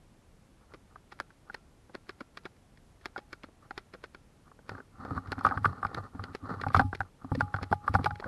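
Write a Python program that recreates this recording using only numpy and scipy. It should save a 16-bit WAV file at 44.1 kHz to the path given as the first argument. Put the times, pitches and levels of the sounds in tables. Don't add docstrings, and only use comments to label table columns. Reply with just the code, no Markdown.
import sys
import numpy as np
from scipy import signal
from scipy.fft import rfft, irfft, next_fast_len
from scipy.io import wavfile
from scipy.ndimage import uniform_filter1d, map_coordinates

SR = 44100
rng = np.random.default_rng(int(sys.argv[2]) if len(sys.argv) > 2 else 0)


def gain_from_db(level_db):
    decades = np.asarray(level_db, float) / 20
    return 10 ** decades


def generate_wav(sig):
    pcm = np.round(np.clip(np.atleast_2d(sig).T, -1, 1) * 32767).astype(np.int16)
    wavfile.write(sys.argv[1], SR, pcm)


N = 364707


def unit(x):
    return x / np.sqrt(np.mean(x ** 2) + 1e-20)


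def along(points, hz):
    f, v = np.transpose(points)
    return np.interp(np.log(hz + 1), np.log(f + 1), v)


def wobble(rate):
    knots = rng.standard_normal(int(N * rate / SR) + 4)
    return map_coordinates(knots, [np.arange(N) * rate / SR])


def filtered(x, response):
    m = next_fast_len(N + SR // 2)
    return irfft(rfft(x, m) * response(np.fft.rfftfreq(m, 1 / SR)), m)[:N]


def noise(spectrum):
    white = rng.standard_normal(N)
    return unit(filtered(white, lambda hz: gain_from_db(along(spectrum, hz))))


def ringing(modes, s, level_db, attack, scatter_db, bounce_db, gap=0.00455, free_db=-60):
    t = np.arange(SR // 2) / SR
    luck = rng.standard_normal((len(s), len(modes) + 1))
    start = np.round(s * SR).astype(int)
    uneven_gap = gap * gain_from_db(2.577 * luck[:, -1])
    again = start + np.round(SR * uneven_gap).astype(int)
    out = np.zeros(N)
    for (hz, db, t60), chance in zip(modes, luck.T):
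        size = gain_from_db(level_db + scatter_db * chance)
        rebounds = np.bincount(again, size, N + SR)[:N]
        blows = np.bincount(start, size, N) + gain_from_db(bounce_db) * rebounds
        firm = np.clip(np.abs(blows) / gain_from_db(free_db), 0, 1)
        for share, life in ((firm, t60), (1 - firm, t60 / 2)):
            onset = (1 - np.exp(-t / attack)) ** 2
            ring = gain_from_db(db - 60 * t / life) * onset * np.sin(2 * np.pi * hz * t)
            out += signal.oaconvolve(blows * share, ring)[:N]
    return out


def strokes(start, end, level_db, rise, fall):
    t = np.arange(0, N + 64, 64)[:, None] / SR
    early = np.maximum(start - t, 0)
    late = np.maximum(t - end, 0)
    gain = gain_from_db(level_db - rise * early - fall * late)
    return np.interp(np.arange(N) / SR, t[:, 0], np.sqrt(np.sum(gain ** 2, axis=1)))


JOINT_CONTACTS = [(0.737, -31.5, 2, -43, -38), (0.7436, -37, 0.99, -48, -35), (0.9575, -27, 0.78, -56, -40),
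                  (1.1206, -28.5, 2.33, -39, -69), (1.123, -39, 0.84, -44, -61),
                  (1.2006, -32.5, 2.91, -31.0, -31), (1.206, -30, 2.16, -62.0, -32),
                  (1.304, -42, 2.01, -53.5, -69.0), (1.4984, -26.5, 2.45, -60.0, -37),
                  (1.5441, -30.5, 0.24, -29.5, -40), (1.895, -35, 2.56, -64.0, -42.0),
                  (1.9454, -31.5, 2.26, -40.0, -34), (1.951, -26, 2.1, -38.5, -32),
                  (2.093, -24, 1.4, -32.5, -35), (2.2064, -26, 1.37, -34.5, -33),
                  (2.2112, -29.5, 1.86, -45, -31.5), (2.3723, -27, 1.24, -33.5, -45),
                  (2.454, -34, 1, -34.5, -28.5), (2.4607, -27.5, 2.3, -48, -53),
                  (2.564, -58.5, 0.21, -54, -54.0), (2.7729, -58.5, 2.21, -51, -60.0),
                  (3.0108, -55, 1.9, -50.5, -65.0), (3.0572, -26, 2.71, -28, -40),
                  (3.161, -19.5, 2.3, -44, -35.5), (3.1786, -34, 1.21, -31, -29.5),
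                  (3.184, -27, 0.34, -48, -29), (3.3292, -25, 1.36, -31.0, -43),
                  (3.4344, -40, 0.75, -36.5, -40), (3.4392, -27.5, 1.24, -48, -30.5),
                  (3.4866, -41, 1.6, -68, -42), (3.708, -19, 2.17, -43.0, -32.5),
                  (3.7776, -23, 1.4, -30.5, -38), (3.937, -30.5, 2.01, -38.5, -30.5),
                  (3.9478, -30, 1.7, -52, -32), (4.039, -25.5, 1.8, -32.5, -37.5),
                  (4.147, -34, 2.01, -42, -38.5), (4.5155, -31.5, 1.23, -74.0, -43),
                  (4.59, -37, 2.45, -68.0, -36), (4.6929, -24, 2.2, -30.5, -27), (4.7163, -31, 3, -53, -27),
                  (4.7497, -27.5, 1.3, -53, -39), (4.7805, -29, 2.24, -54, -45),
                  (4.8025, -36, 2.01, -61.0, -38), (5.0499, -25, 2.6, -51.5, -26),
                  (5.107, -17.5, 0.61, -50, -27), (5.176, -15.5, 1.13, -48.0, -41),
                  (5.2724, -34, 2.01, -46, -53), (5.3192, -26, 0.16, -27.5, -24),
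                  (5.3259, -16.5, 2.2, -45, -51.0), (5.38, -22, 0.65, -50.0, -32),
                  (5.3905, -24, 2.01, -42.5, -37), (5.4088, -19.5, 0.81, -53, -45),
                  (5.4484, 0.5, 1.19, -32.0, -16), (5.465, -5, 1.41, -35.0, -27),
                  (5.474, -14.5, 1.2, -48, -33), (5.4883, -27, 2.1, -34, -26), (5.4983, -30.0, 2, -44, -31),
                  (5.5102, -13.5, 2.5, -56, -25), (5.5208, -15, 1.01, -51, -49.0),
                  (5.5395, -19.5, 0.31, -65.0, -52), (5.574, -12, 1.68, -38.5, -33),
                  (5.6448, -7, 1.26, -41.0, -34), (5.6552, -5.5, 1.55, -29.5, -17),
                  (5.8284, -11.5, 1.4, -49.0, -32.0), (5.8484, -9, 1.3, -38.5, -22.5),
                  (5.8664, -34.5, 1.91, -39, -35), (5.913, -31, 0.51, -65.0, -32),
                  (5.9455, -26, 1.01, -32, -36), (6.1486, -33, 0.01, -61, -30),
                  (6.1936, -22, 1.05, -57.0, -33), (6.2388, -25.5, 2.06, -32, -39.0),
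                  (6.3493, -25.5, 0.41, -27.5, -25), (6.5982, -28, 1.01, -74.0, -49),
                  (6.6134, -33, 0.26, -27.5, -50), (6.6358, -13, 1.72, -48, -28.5),
                  (6.6646, -14.5, 0.01, -54.5, -24), (6.6841, -36.5, 0.81, -37.0, -51),
                  (6.7025, -20, 0.76, -56.5, -28.5), (6.7451, 0.5, 1.23, -23, -31.0),
                  (6.7629, -7.5, 0.65, -28.5, -25), (6.771, -28, 0.81, -34.5, -23),
                  (6.7945, -0.5, 2.62, -25, -16.0), (6.8068, -14, 0.58, -40.0, -24),
                  (6.8132, -16, 0.01, -49, -23.5), (6.9288, -13.5, 1.9, -51, -28),
                  (6.9493, -27.5, 0.26, -30, -40), (7.0049, -12.5, 2.49, -39, -31),
                  (7.0308, -34.5, 2.01, -59.5, -47.0), (7.2448, -25.5, 0.46, -59.0, -36.5),
                  (7.317, -17, 0.4, -69, -18.5), (7.3502, -25.5, 2.01, -31, -22.5),
                  (7.4014, -33.0, 3.7, -42, -24.0), (7.4071, -3.5, 2.52, -28.5, -27),
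                  (7.5409, -9, 2.26, -34.5, -29.5), (7.5622, -24.0, 2.4, -38.5, -45.0),
                  (7.5858, -20, 0.8, -72, -27), (7.612, -29, 2.71, -68, -27.5),
                  (7.6287, -21.5, 0.71, -27.0, -29), (7.7146, -18.5, 0.7, -42, -17),
                  (7.726, -3.5, 2.47, -31.5, -23), (7.8781, -6.5, 1.34, -35, -24.5),
                  (7.9399, -15.5, 0.32, -28, -15), (7.9478, -13.5, 1.01, -31, -36),
                  (7.9513, -3.5, 2.51, -29.5, -24.0), (7.987, -17.5, 0.51, -67.0, -31.0),
                  (7.9922, -22, 0.01, -66.0, -24), (8.0433, -32, 2.66, -23.5, -45),
                  (8.059, -6.5, 2.91, -27.5, -46), (8.0639, -10.5, 3.02, -63.0, -30),
                  (8.1072, -16, 2.4, -46.5, -44), (8.1555, -35, 2.26, -41.5, -60),
                  (8.198, -32, 0.13, -36.5, -30.5), (8.2242, -21.5, 0.01, -59, -44),
                  (8.2415, -18, 1.71, -44, -31), (8.259, -38.0, 0.41, -60.0, -21.5)]
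# (frequency [Hz], relative level [dB], decay by 60 dB after a firm blow [s])
PUSH_MODES = [(390, -0.5, 0.013), (495, -6.5, 0.018), (288.5, 2, 0.012)]
TUBE_MODES = [(796.8, -5.5, 0.036), (836.2, -13, 0.043)]
CASE_MODES = [(1048, -32, 0.026), (1185, 0.5, 0.029), (1243, -1, 0.026)]
LID_MODES = [(1446, -3, 0.017), (1512, 3.5, 0.009), (1720, -15.5, 0.008)]
FACE_MODES = [(388, -6, 0.023), (1357, -31, 0.25), (1815, -1, 0.013), (2213, -2.5, 0.012),
              (3343, -11, 0.01), (4340, -10.5, 0.0097), (5060, -6.5, 0.0063), (6690, -17.5, 0.005),
              (9600, -15, 0.0036)]
LONG_TUBE_MODES = [(830, -31, .45), (1200, -37, .2)]
# (frequency [Hz], relative density [dB per Hz])
GRIT_COLOUR = [(700, -2), (1500, 4.5), (2350, -2.5), (2900, -10), (4300, -6), (5400, -13.5), (6300, -23.5),
               (9000, -31), (12000, -28.5)]


def joint():
    s, knock_db, side, crack_db, push_db = np.transpose(JOINT_CONTACTS)
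    part = np.arange(3)[:, None]
    away = np.abs((side - part + 1.5) % 3 - 1.5)
    reach_db = np.array((-4, -4, 0.2))[:, None]
    tube_db, case_db, lid_db = knock_db + reach_db - 9 * away
    body = ringing(PUSH_MODES, s, push_db, attack=0.0016, scatter_db=6.0, bounce_db=-4.0)
    body += ringing(TUBE_MODES, s, tube_db, attack=0.0005, scatter_db=2.2, bounce_db=-3, free_db=-20.0)
    body += ringing(CASE_MODES, s, case_db, attack=0.0012, scatter_db=1.5, bounce_db=-9.0, free_db=-21)
    body += ringing(LID_MODES, s, lid_db, attack=0.0012, scatter_db=3.5, bounce_db=-7, free_db=-29.5)
    body += ringing(FACE_MODES, s, crack_db, attack=0.00054, scatter_db=2.5, bounce_db=-2.5, gap=.0024)

    firm_db = 1.3 * tube_db
    long_ring = ringing(LONG_TUBE_MODES, s, firm_db, attack=0.0055, scatter_db=2.0, bounce_db=1.5)
    body += gain_from_db(2.5 * wobble(40)) * long_ring

    t = np.arange(-SR // 20, SR // 20) / SR
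    settle = gain_from_db(-6.0 - 60 * t / 0.022) * (t > 0)
    halo = gain_from_db(-21.5 - 60 * np.abs(t - .004) / 0.084)
    blows = np.bincount(np.round(s * SR).astype(int), gain_from_db(crack_db), N)
    grit_gain = signal.fftconvolve(blows, settle + halo, "same")
    chatter = gain_from_db(5.45 * wobble(600))
    return body + grit_gain * unit(chatter * noise(GRIT_COLOUR))


# (time [s], drive of the lower modes [dB], drive of the upper modes [dB])
POLE_JOLTS = [(4.70, -43, -42), (5.11, -31, -24.5), (5.167, -31, -26.5), (5.314, -40, -34.5),
              (5.376, -36.5, -25.5), (5.454, -24, -23), (5.509, -40, -33), (5.568, -28, -53),
              (5.606, -28.5, -46), (5.655, -19.5, -28), (5.85, -29, -39.5), (5.979, -35, -60),
              (6.145, -38, -30.5), (6.191, -34, -34.5), (6.427, -34.5, -30.5), (6.5, -46, -21),
              (6.567, -37, -40), (6.664, -19.5, -26.5), (6.748, -17.5, -39), (6.77, -16, -27),
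              (6.795, -18.5, -16.5), (6.841, -22, -27), (6.93, -34, -49), (7, -33.5, -41),
              (7.241, -38, -33.5), (7.316, -22, -22.5), (7.372, -22.5, -21), (7.424, -28, -29),
              (7.542, -27.5, -40), (7.62, -29.5, -32), (7.711, -20, -23.5), (7.895, -22, -34),
              (7.945, -22.5, -17.5), (7.991, -20, -16.5), (8.056, -25, -29), (8.115, -30.5, -43),
              (8.252, -36.5, -33)]


def pole():
    tremors_per_s = 40
    shake_s = np.sort(rng.uniform(0, N / SR - .01, round(tremors_per_s * N / SR)))
    drag = swinging()[np.round(shake_s * SR).astype(int)]
    drag_db = 20 * np.log10(drag + 1e-9)
    tremors = np.transpose([shake_s, drag_db + 6, drag_db + 8.5])
    s, lower_db, upper_db = np.transpose(np.vstack([POLE_JOLTS, tremors]))
    # (frequency [Hz], relative level [dB], decay by 60 dB [s])
    lower_modes = [(95.1, 2.5, 0.17), (45, -3, 0.04), (132.5, -10, 0.18), (77, -9.5, 0.2)]
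    upper_modes = [(262.5, 1.5, 0.068), (242, -6.5, 0.052), (177.0, -8, 0.11)]
    lower = ringing(lower_modes, s, lower_db, attack=0.0026, scatter_db=2.5, bounce_db=-6.5)
    lower *= gain_from_db(2.4 * wobble(70))
    upper = ringing(upper_modes, s, upper_db, attack=0.0069, scatter_db=2.0, bounce_db=-3)
    return filtered(lower + upper, lambda f: (1j * f / (35 + 1j * f)) ** 2)


# (start [s], end [s], level [dB])
POLE_SWINGS = [(4.704, 4.786, -54), (5.004, 5.17, -46.5), (5.252, 5.62, -50), (5.673, 5.94, -51),
               (6.162, 6.302, -52), (6.454, 6.82, -49), (7.3, 7.69, -58), (7.848, 8.127, -54.5)]


def swinging():
    return strokes(*np.transpose(POLE_SWINGS), rise=308, fall=359)


# (time [s], length [s], level [dB])
HAND_SLIPS = [(0.623, .005, -59.5), (0.71, .025, -59.5), (.905, 0.023, -63.5), (1.486, .005, -56),
              (3.635, 0.022, -58), (4.474, .005, -58), (4.715, .005, -48), (5.168, .012, -41),
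              (5.551, .005, -38.5), (5.973, 0.016, -36), (6.035, 0.029, -45), (6.46, .005, -44.5),
              (6.5, .04, -36.5), (6.77, .02, -41.5), (7.06, .004, -55.5), (7.22, .004, -54.5),
              (7.848, 0.036, -46.5), (8.009, .01, -45), (8.24, .03, -45.5)]
# (frequency [Hz], width [Hz], relative level [dB])
RUBBED_MODES = [(91.5, 46, -0.5), (260, 100, -3), (480, 180, -7), (796, 78, -3.5), (1190, 160, 0),
                (1447, 200, -5.5), (1764, 130, -11), (4300, 600, -4.5)]


def grip():
    grains = rng.standard_normal(N) * gain_from_db(3.2 * wobble(300) + 1 * wobble(45))

    def muffled_case(f):
        modes = 0
        for k, (centre, width, db) in enumerate(RUBBED_MODES):
            damping = 1j * f * width
            modes = modes + (-1) ** k * gain_from_db(db) * damping / (centre * centre - f * f + damping)
        leak = .06
        return modes * (leak + 1 / (1 + (f / 1930) ** 12))

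    s, length, slip_db = np.transpose(HAND_SLIPS)
    drag = swinging() * gain_from_db(2.5 * wobble(16))
    slips = strokes(s, s + length, slip_db, rise=750, fall=750)
    return np.hypot(drag, slips) * unit(filtered(grains, muffled_case))


# (frequency [Hz], relative density [dB per Hz])
HUSH_COLOUR = [(15, -21.5), (25, 1), (60, -1), (100, -3), (200, -7), (400, -13), (800, -18), (1680, -24.5),
               (4300, -31.5), (6500, -33), (12000, -36)]


def forest():
    hush = gain_from_db(-61.0) * noise(HUSH_COLOUR)
    rumble_colour = [(15, -20), (30, 0), (100, -3), (250, -12), (500, -40)]
    rumble = gain_from_db(-70 + 3 * wobble(9)) * noise(rumble_colour)
    return hush + rumble


def scene():
    return (joint() + pole() + grip() + forest())[None]


def band_limit(x):
    return signal.sosfilt(signal.butter(12, 12370, fs=SR, output="sos"), x)


# (frequency [Hz], relative density [dB per Hz])
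FOLLOWING_NOISE_COLOUR = [(1500, -32), (3000, -0.5), (5500, -2.5), (6500, -17.5), (8000, -3.5),
                          (12000, -5.5)]


def record(dry):
    loudness = np.sqrt(np.abs(uniform_filter1d(dry[0] ** 2, 1400)))
    squeezed = dry[0] / (1 + np.abs(dry[0] / .5) ** 4) ** .25
    noisy = squeezed + gain_from_db(-37.5) * loudness * noise(FOLLOWING_NOISE_COLOUR)
    mix = filtered(noisy, lambda hz: hz < 12050)[None]
    return band_limit(mix)


dry = scene()
out = record(dry)
generate_wav(out)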